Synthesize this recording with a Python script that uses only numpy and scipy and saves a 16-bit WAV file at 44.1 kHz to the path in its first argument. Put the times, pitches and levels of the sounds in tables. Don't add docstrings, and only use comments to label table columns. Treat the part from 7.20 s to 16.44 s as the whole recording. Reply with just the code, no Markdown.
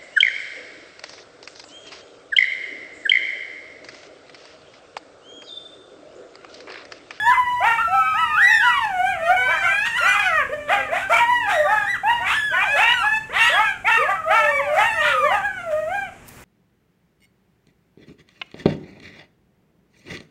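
import sys
import numpy as np
from scipy import signal
from scipy.fft import rfft, irfft, next_fast_len
from scipy.io import wavfile
from scipy.ndimage import uniform_filter1d, minimum_filter1d

SR = 44100
rng = np.random.default_rng(int(sys.argv[2]) if len(sys.argv) > 2 else 0)


def materialize(psi):
    bounded = np.clip(np.atleast_2d(psi).T, -1, 1)
    quanta = np.round(bounded * 32767).astype(np.int16)
    wavfile.write(sys.argv[1], SR, quanta)


N = 407484

# hz, density_db (per Hz)
AIR_SPECTRUM = [(20, -8), (65, 2), (120, 1.5), (190, -3), (320, -8.5), (2500, -12.5), (4500, -32.5),
                (7500, -21.5), (15500, -45)]
AIR_DB = -44.5
# time_s, pitch_hz, level_db
DRONE = [(3.3, 269, -49.5), (3.6, 263, -44), (3.95, 272, -53), (4.2, 287, -45), (4.6, 283, -59),
         (9.24, 243, -54)]
# time_s, level_db
RUSTLE = [(9.04, -70), (9.078, -52), (9.24, -54.5)]
# time_s, peak_db
TICKS = [(9.081, -28), (9.086, -29), (9.0892, -23)]
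ECHO_T60_S, ECHO_DB, ECHO_CUT_HZ = 0.3, -8.5, 11500

# hz, gain_db
THROAT = [(900, 27), (1900, 17), (2900, 3.5), (3700, -13), (4700, -18.5), (7000, -22.5), (10000, -25.5),
          (11500, -38)]
# hz, density_db (per Hz)
BREATH_SPECTRUM = [(300, -82), (800, -13), (1500, 0), (3200, -24.5), (4100, -31.5), (7500, -23.5),
                   (15500, -40.5)]
# time_s, lift_db
TREBLE = [(0, 6.5), (1.3, -5), (1.9, 6.5), (3.2, 2.5), (5.6, 2.5), (8.3, 7), (9.0, 9.5)]
TREBLE_EDGE_HZ = 5800
GLIDE_LOSS_DB, GLIDE_EDGE_HZ = 0.9, 3400

# start_s, turn_s, end_s, start_hz, turn_hz, end_hz, first_partial_db, second_partial_db,
# half_tone_db, fade_after_turn_db, higher_lift_db
BARKS = [ (0.4, 0.471, 0.63, 619.6, 935.4, 902.5, -18.5, -23, -21.5, 6, 5),
         (2.269, 2.315, 2.4, 529.5, 689, 584, -30.5, -28.5, -25, 3.5, 7),
         (2.415, 2.445, 2.545, 637, 712.6, 630, -28, -22.5, -34.5, 7.5, 5.5),
         (2.8, 2.866, 3.07, 508.3, 790, 841, -30.5, -31, -30, -1.5, 13),
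         (3.478, 3.529, 3.67, 529.5, 806.7, 798, -18.5, -21.5, -20.5, 21, 6),
         (3.683, 3.766, 3.84, 484, 776, 906, -22, -31.5, -31, 12, 14),
         (3.903, 3.944, 4.02, 873, 924, 925, -24.5, -34.5, -20.5, -2, 12.5),
         (4.258, 4.291, 4.37, 769, 832, 985, -26, -26, -29, 4, 3),
         (4.444, 4.529, 4.69, 699, 865, 787, -23, -25, -27, 6, -4),
         (4.831, 4.907, 5.06, 746, 960.5, 917, -15, -21.5, -39.5, 12.5, 4.5),
         (4.985, 5.087, 5.15, 647.4, 818, 934, -32.5, -31, -31, -7, 11.5),
         (5.308, 5.348, 5.45, 577, 683, 838, -33, -33, -27.5, -13, 9),
         (5.557, 5.636, 5.75, 600.6, 910, 987, -17.5, -19, -23.5, 3.5, 13),
         (6.091, 6.198, 6.29, 437.7, 909, 850, -30.5, -29, -23, -4, 12),
         (6.29, 6.405, 6.46, 518.7, 869, 878, -21.5, -28, -22, -4, 4),
         (6.641, 6.685, 6.712, 684, 912, 1000, -19.5, -23, -18, -2, 9.5),
         (6.702, 6.717, 6.787, 906, 885, 938, -19.5, -15, -20, 6.5, 9),
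         (6.868, 6.905, 6.99, 656, 799, 746, -24, -28, -21, 12, 3),
         (7.07, 7.155, 7.275, 619, 913, 841, -21, -23, -17.5, 4.5, 5),
         (7.547, 7.607, 7.66, 647, 851, 900, -16.5, -25, -19.5, -1.5, 8),
         (7.812, 7.869, 7.94, 940, 996, 860, -30, -23, -21, 3, 4.5),
         (8.091, 8.141, 8.225, 618.4, 840.6, 750, -19.5, -26, -22, 10, -3), ]
# start_db, midway_db, end_db (beyond the fade)
FIRST_UNDER = (10.5, 0.85, 10.2)
SECOND_UNDER = (19, 3.9, 1)
HALF_UNDER = (66, 7.5, 11.8)
SCOOP_SHARE = 0.55
BARK_LIFT_EDGE_HZ = 3900
# time_s, half_width_s, depth (0-1), rasp_db, shrill_rasp_db
BREAKS = [(2.667, 0.014, 0.7, -28, -28.5), (2.783, 0.0055, 0.55, -31, -28.5), (2.9, 0.15, 0, -32, -52),
          (3.52, 0.04, 0.24, -39, -40.5), (3.785, 0.06, 0.38, -32.5, -42), (3.95, 0.05, 0.32, -24, -48),
          (4.321, 0.034, 0.62, -28, -33), (5.121, 0.054, 0.7, -28, -31.5), (5.604, 0.041, 0.28, -24, -31),
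          (6.167, 0.032, 0.29, -37, -31), (6.26, 0.085, 0.01, -31, -27), (7.602, 0.069, 0.14, -31, -54),
          (7.88, 0.058, 0.26, -36, -27.5), (8.525, 0.02, 0.1, -39, -51)]
# low_hz, high_hz
SHRILL_BAND_HZ = [2130, 3680]

# (rows of time_s, pitch_hz, level_db)
DRAWN_CALLS = [ (-8, 2.5, 0, [(0.0, 814, -39.5), (0.078, 941, -12.5), (0.134, 1028, -12.5),
               (0.21, 984.4, -22), (0.37, 987, -25), (0.46, 991, -29)]), (-11, 2.5, 2, [(0.58, 1237, -17),
               (0.622, 1434, -25), (0.642, 1346, -23), (0.948, 1261, -20), (1.03, 1317, -20.5),
               (1.06, 1196, -30), (1.158, 1233, -18.5), (1.226, 1887, -13.5), (1.28, 1982, -12),
               (1.33, 1820, -13.5), (1.39, 1763, -17), (1.43, 1509, -19.5), (1.49, 1388, -20),
               (1.53, 1195, -26), (1.58, 1097, -18.5), (1.62, 913, -30), (1.73, 744, -26),
               (1.8, 716.5, -18), (1.884, 790.7, -24), (1.97, 665.4, -30.5), (2.045, 652, -26.5),
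               (2.104, 722, -15), (2.16, 811, -29)]), (28, 14, 10, [(1.85, 777.5, -32.5),
               (1.91, 807, -32.5), (1.99, 592.6, -48.5), (2.07, 630, -29), (2.14, 592, -43)]),
               (25, 36, 4.5, [(2.17, 481.3, -44), (2.22, 501, -38), (2.28, 500, -33)]),
               (12, 25, 6.5, [(2.99, 847, -16.5), (3.03, 763, -28.5), (3.07, 745, -18.5), (3.115, 659, -29),
               (3.17, 631, -25), (3.215, 550, -27), (3.245, 470, -40)]), (3, 15, 5, [(7.65, 910, -24),
               (7.68, 941, -23), (7.714, 868, -23.5), (7.78, 918, -28), (7.83, 959, -23)]),
               (-11, 24, 2.5, [(6.763, 1260, -16), (6.785, 1290, -20.5), (6.83, 1138, -23),
               (6.85, 900, -27.5), (6.885, 790, -25)]), (-18, 25, 6, [(0.672, 670, -29.5),
               (0.748, 795, -19), (0.8, 758, -30), (0.945, 787, -38)]), (5, 2.5, 8, [(0.935, 743, -31),
               (0.995, 998, -25), (1.06, 950, -29), (1.254, 766, -37.5), (1.316, 886, -22.5),
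               (1.384, 789, -42.5), (1.454, 987, -19.5), (1.608, 943, -33), (1.66, 846, -22.5)]),
               (21.5, 11, 6.5, [(2.158, 735.3, -23), (2.378, 795.6, -26.5), (2.466, 748, -24),
               (2.612, 846, -25), (2.67, 942, -23.5), (2.705, 925, -26.5), (2.74, 891, -27.5),
               (2.775, 1013, -19.5), (2.81, 966, -58), (2.98, 1000, -37)]),
               (2.5, 12, 14.5, [(3.29, 475, -20), (3.318, 548, -32.5), (3.334, 614, -20.5),
               (3.358, 588.3, -38.5), (3.508, 593.4, -40), (3.63, 517, -34.5)]),
               (-8.5, 15, 2, [(3.99, 965, -63), (4.004, 962, -8.5), (4.06, 935, -21.5), (4.11, 979, -17),
               (4.2, 947.5, -25), (4.26, 821, -25.5), (4.33, 779, -27)]), (-30, 21, -6, [(4.315, 779, -22),
               (4.38, 612.6, -17.5), (4.44, 596, -19.5), (4.48, 572, -26)]),
               (-0.5, -4, -4.5, [(4.325, 1825, -23), (4.36, 1912, -21.5), (4.606, 1727, -35),
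               (4.654, 1705, -29), (4.702, 1982, -19), (4.735, 1920, -22.5), (4.775, 1080, -28.5)]),
               (2.5, -5.5, -3.5, [(5.09, 956, -26), (5.16, 1751, -22.5), (5.29, 1679, -25.5),
               (5.335, 1485, -22.5), (5.405, 1460, -27), (5.432, 934, -23.5), (5.5, 565, -42),
               (5.57, 582, -20.5)]), (8, 13.5, 0.5, [(5.79, 706, -47), (5.852, 838, -17.5),
               (5.9, 857, -24.5), (5.98, 883.6, -16), (6.01, 884, -48), (6.078, 861, -45),
               (6.1, 890, -42)]), (8.5, 1.5, -2, [(7.04, 642, -47), (7.078, 651, -25),
               (7.294, 584.6, -25.5), (7.376, 544, -28.5), (7.534, 599, -21), (7.56, 653, -18),
               (7.62, 675, -54), (7.75, 685, -41)]), (16, 9, 4, [(7.74, 693, -36), (7.816, 599.5, -25.5),
               (7.85, 613, -25), (8.004, 484, -32.5), (8.06, 599, -18), (8.1, 620, -34)]),
               (-14, 7.5, 3.5, [(7.87, 1528, -29), (7.924, 1399, -23), (7.948, 1263, -21),
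               (8.046, 1158, -23.5), (8.18, 822, -27.5)]), (7.5, 30, -3, [(8.21, 728, -36),
               (8.26, 838, -19.5), (8.3, 758, -35), (8.37, 756, -31), (8.4, 700, -27), (8.5, 664, -45)]),
               (-4, 6.5, 3, [(8.43, 703, -34.5), (8.525, 603, -21), (8.58, 621, -19), (8.67, 637, -27.5),
               (8.75, 818, -26.5), (8.85, 772, -34), (8.9, 640, -38.5)]), (-4, 4, 8.5, [(2.775, 1449, -22),
               (2.85, 1325, -18.5), (2.885, 1515, -19.5), (2.915, 1480, -20.5), (2.945, 1340, -25),
               (2.978, 1066, -25)]), ]
# start_s, turn_s, end_s, start_hz, turn_hz, end_hz,
# level_db, fade_after_turn_db, second_lift_db, higher_lift_db
TURN_CALLS = [ (0.0, 0.1, 0.162, 1699, 1749, 1060, -18, 9.4, -2, -6.5),
              (3.521, 3.59, 3.705, 850, 685, 576, -30.5, 11.4, 20, 8.5),
              (3.811, 3.834, 3.92, 705, 774, 774, -26.5, 5.4, 19, -3),
              (3.893, 3.92, 3.985, 550, 695.4, 682, -18.5, 18, 10.5, -2),
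              (5.446, 5.521, 5.7, 756, 841, 904, -27, 13, 11.5, 9.5),
              (5.733, 5.834, 5.86, 1553, 1312, 875, -23, 15, 0, 6),
              (6.197, 6.288, 6.303, 901, 969, 970, -14.5, 38, 11.5, 10),
              (6.311, 6.346, 6.425, 1775, 1654, 1630, -16.5, 16, 5, -9),
              (6.439, 6.492, 6.6, 862, 795, 672, -22.5, 32, 18, 3),
              (6.769, 6.85, 6.875, 421, 616, 640, -26, 2.4, 10, -2),
              (6.949, 7.039, 7.07, 668, 620, 642, -32.5, 2.6, 28, -13),
              (7.251, 7.293, 7.325, 859, 912, 932, -21.5, 9.7, 11, -1.5),
              (7.309, 7.39, 7.426, 1145, 1142, 790, -24, 9.5, 6.5, -4.5),
              (7.417, 7.508, 7.56, 896, 715, 679, -30, 1, 0.5, 11.5), ]
TURN_SWELL_DB = 3.5
# pitch_hz, ratio_db
SECOND_OVER_FIRST = [(500, -26), (760, -6), (900, -1.5), (1000, -6), (1300, -8.5), (1900, -15)]
# time_s, half_width_s, depth (0-1)
QUAVERS = [(4.4, 0.06, 0.6), (4.57, 0.05, 0.5), (4.765, 0.025, 1.0)]
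HIGH_VOICE_HZ, QUAVER_HZ = 1050, 170

CEILING = 0.57
LIMIT_OVER = 1.12
HISS_DB = -34
CUTOFF_HZ = 15700


def from_db(db):
    return 10 ** (np.asarray(db) / 20)


def rms_one(x):
    return x / np.sqrt(np.mean(x ** 2) + 1e-20)


def at_hz(points, hz):
    known_hz, values = np.array(points).T
    return np.interp(np.log(hz), np.log(known_hz), values)


def hump(s, width):
    return np.exp(-((np.arange(N) / SR - s) / width) ** 4)


def wobble(rate):
    r = np.exp(-2 * np.pi * rate / SR)
    noise = rng.standard_normal(N + 4000)
    settled = signal.lfilter([1], [1, -2 * r, r * r], noise)[4000:]
    return rms_one(settled)


def coloured(spectrum):
    size = next_fast_len(N)
    hz = np.maximum(np.arange(size // 2 + 1) * SR / size, 1)
    weighted = rfft(rng.standard_normal(size)) * from_db(at_hz(spectrum, hz))
    return rms_one(irfft(weighted, size)[:N])


def span(rows):
    s, *columns = np.transpose(rows)
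    at = np.arange(max(0, round(s[0] * SR)), min(N, round(s[-1] * SR)))
    from_start = at - at[0] + SR * (at[0] == 0)
    fade = np.clip(np.minimum(from_start, at[-1] - at) / (0.0069 * SR), 0, 1) ** 2
    curves = [uniform_filter1d(np.interp(at / SR, s, c), size=700, mode="nearest") for c in columns]
    return at, curves, fade


def surroundings():
    out = from_db(AIR_DB + wobble(5)) * coloured(AIR_SPECTRUM)

    at, (pitch, level_db), fade = span(DRONE)
    phase = 2 * np.pi * np.cumsum(pitch) / SR
    out[at] += fade * from_db(level_db) * (np.sin(phase) + 0.5 * np.sin(3 / 2 * phase))

    bright = signal.butter(2, [3500, 15000], "band", fs=SR, output="sos")
    at, (rustle_db,), fade = span(RUSTLE)
    rustle = rms_one(signal.sosfilt(bright, rng.standard_normal(N)))
    out[at] += fade * from_db(rustle_db) * rustle[at]

    bursts = rng.standard_normal((len(TICKS), 200)) * np.exp(-np.arange(200) / 64.0)
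    snap = signal.butter(2, 6000, "high", fs=SR, output="sos")
    for (s, peak_db), tick in zip(TICKS, signal.sosfilt(snap, bursts)):
        i = min(round(s * SR), N - 200)
        out[i:i + 200] += from_db(peak_db) * tick / np.abs(tick).max()
    return out


def echoes(x):
    t = np.arange(round(1.2 * SR)) / SR
    tail = rng.standard_normal(len(t)) * from_db(-60 * t / ECHO_T60_S) * (t > 0.015)
    tail = signal.sosfilt(signal.butter(1, ECHO_CUT_HZ, fs=SR, output="sos"), tail)
    unit_energy = tail / np.sqrt(np.sum(tail ** 2))
    return from_db(ECHO_DB) * signal.fftconvolve(x, unit_energy)[:N]


def partials(at, phase, pitch, first_db, anchor, anchor_db, bright_db, flicker, lift_edge_hz=np.inf):
    out = from_db(first_db + flicker) * np.sin((anchor - 1) * phase)
    fine, step = np.arange(len(phase)), slice(None, None, 40)
    time_s = at[step] / SR
    treble_db = np.interp(time_s, *np.transpose(TREBLE))
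    octaves = uniform_filter1d(np.log2(pitch[step]), size=15)
    glide = uniform_filter1d(np.abs(np.gradient(octaves, time_s)), size=15)
    anchor_gain_db = at_hz(THROAT, anchor * pitch[step])
    for k in np.arange(anchor, 18):
        hz = k * pitch[step]
        level_db = anchor_db[step] + at_hz(THROAT, hz) - anchor_gain_db
        level_db = level_db + bright_db * (k > anchor) * (hz < lift_edge_hz)
        level_db = level_db + treble_db * (hz > TREBLE_EDGE_HZ)
        level_db = level_db - GLIDE_LOSS_DB * np.minimum(glide, 10) * (hz > GLIDE_EDGE_HZ)
        own_flicker = np.roll(flicker[step], int(k * 37)) * k ** 0.55
        level_db = level_db + np.minimum(own_flicker, 6)
        amplitude = np.interp(fine, fine[step], from_db(level_db) * (hz < CUTOFF_HZ))
        out = out + amplitude * np.sin(k * phase + k * k)
    return np.sqrt(2) * out


def chaos():
    return sum(np.outer([np.clip(share, 0, 1), from_db(rasp_db), from_db(shrill_db)], hump(s, width))
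               for s, width, share, rasp_db, shrill_db in BREAKS)


def bark_course(start, turn, end, low, top, last, first_db, second_db, half_db, fade_db):
    parts = [[db - early, db - midway, db, db - fade_db - late] for db, (early, midway, late)
             in [(first_db, FIRST_UNDER), (second_db, SECOND_UNDER), (half_db, HALF_UNDER)]]
    pitch = [low, low + SCOOP_SHARE * (top - low), top, last]
    return np.transpose([[start, (start + turn) / 2, turn, end], pitch, *parts])


def barks():
    out, jitter, shimmer, tear = np.zeros(N), wobble(94.5), wobble(34), wobble(220)
    rasp = coloured(BREATH_SPECTRUM)
    depth, rasp_level, shrill_level = chaos()
    shrill_band = signal.butter(4, SHRILL_BAND_HZ, "band", fs=SR, output="sos")
    shrill = rms_one(signal.sosfilt(shrill_band, rng.standard_normal(N)))
    for *bark, bright_db in BARKS:
        at, (pitch, first_db, second_db, half_db), fade = span(bark_course(*bark))
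        pitch = pitch * (1 + (0.0079 + 0.07 * depth[at]) * jitter[at])
        phase = 2 * np.pi * np.cumsum(pitch) / SR
        whole = partials(at, phase, pitch, first_db, 2, second_db, bright_db,
                         2.9 * shimmer[at], BARK_LIFT_EDGE_HZ)
        halves = partials(at, phase, pitch, half_db - 30.0, 1.5, half_db, bright_db,
                          3.16 * shimmer[at][::-1], BARK_LIFT_EDGE_HZ)
        torn = (whole + halves) * (1 + (0.08 + 0.2 * depth[at]) * tear[at])
        hiss_db = (half_db + second_db) / 2 - 11
        hiss = from_db(hiss_db) * (1 + np.cos(phase / 2)) * rasp[at]
        out[at] += fade * (torn + hiss)
    broken = (rasp_level * rasp + shrill_level * shrill) * from_db(2.0 * tear)
    return out + broken


def clean_courses():
    turned = [(second, second, bright, [(a, fa, db - TURN_SWELL_DB), (b, fb, db), (c, fc, db - fade)])
              for a, b, c, fa, fb, fc, db, fade, second, bright in TURN_CALLS]
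    return DRAWN_CALLS + turned


def clean_calls():
    out, jitter, waver, shimmer = np.zeros(N), wobble(49.0), wobble(10.84), wobble(17.6)
    breath = coloured(BREATH_SPECTRUM)
    quaver = sum(depth * hump(s, width) for s, width, depth in QUAVERS)
    flutter = wobble(QUAVER_HZ)
    for early_lift_db, late_lift_db, bright_db, rows in clean_courses():
        at, (pitch, level_db), fade = span(rows)
        lift_db = np.linspace(early_lift_db, late_lift_db, len(at))
        lead_db = at_hz(SECOND_OVER_FIRST, pitch) + lift_db
        first_db = level_db - np.maximum(lead_db, 0)
        second_db = level_db + np.minimum(lead_db, 0)
        shaky = quaver[at] * (pitch > HIGH_VOICE_HZ)
        pitch = pitch * (1 + 0.00356 * jitter[at] + 0.0045 * waver[at] + 0.05 * shaky * flutter[at])
        phase = 2 * np.pi * np.cumsum(pitch) / SR
        flicker_db = 2.1 * shimmer[at]
        voice = partials(at, phase, pitch, first_db, 2, second_db, bright_db, flicker_db)
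        breath_db = np.maximum(first_db, second_db) - 35 + 25 * shaky
        out[at] += fade * (voice + from_db(breath_db) * breath[at])
    return out


def scene():
    pack = clean_calls() + barks()
    return (pack + echoes(pack) + surroundings())[None]


def record(dry):
    peaks = -minimum_filter1d(-np.abs(dry), size=700)
    peaks = uniform_filter1d(peaks, size=700)
    held = dry * np.minimum(1, LIMIT_OVER * CEILING / peaks)
    squeezed = held / (1 + np.abs(held / CEILING) ** 6) ** (1 / 6)
    loudness = np.sqrt(np.maximum(uniform_filter1d(squeezed ** 2, size=900), 0))
    high_pass = signal.butter(2, 5000, "high", fs=SR, output="sos")
    hiss = signal.sosfilt(high_pass, rng.standard_normal(dry.shape))
    heard = squeezed + from_db(HISS_DB) * loudness * hiss
    return signal.sosfilt(signal.ellip(12, 0.5, 60, CUTOFF_HZ, fs=SR, output="sos"), heard)


dry = scene()
out = record(dry)
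materialize(out)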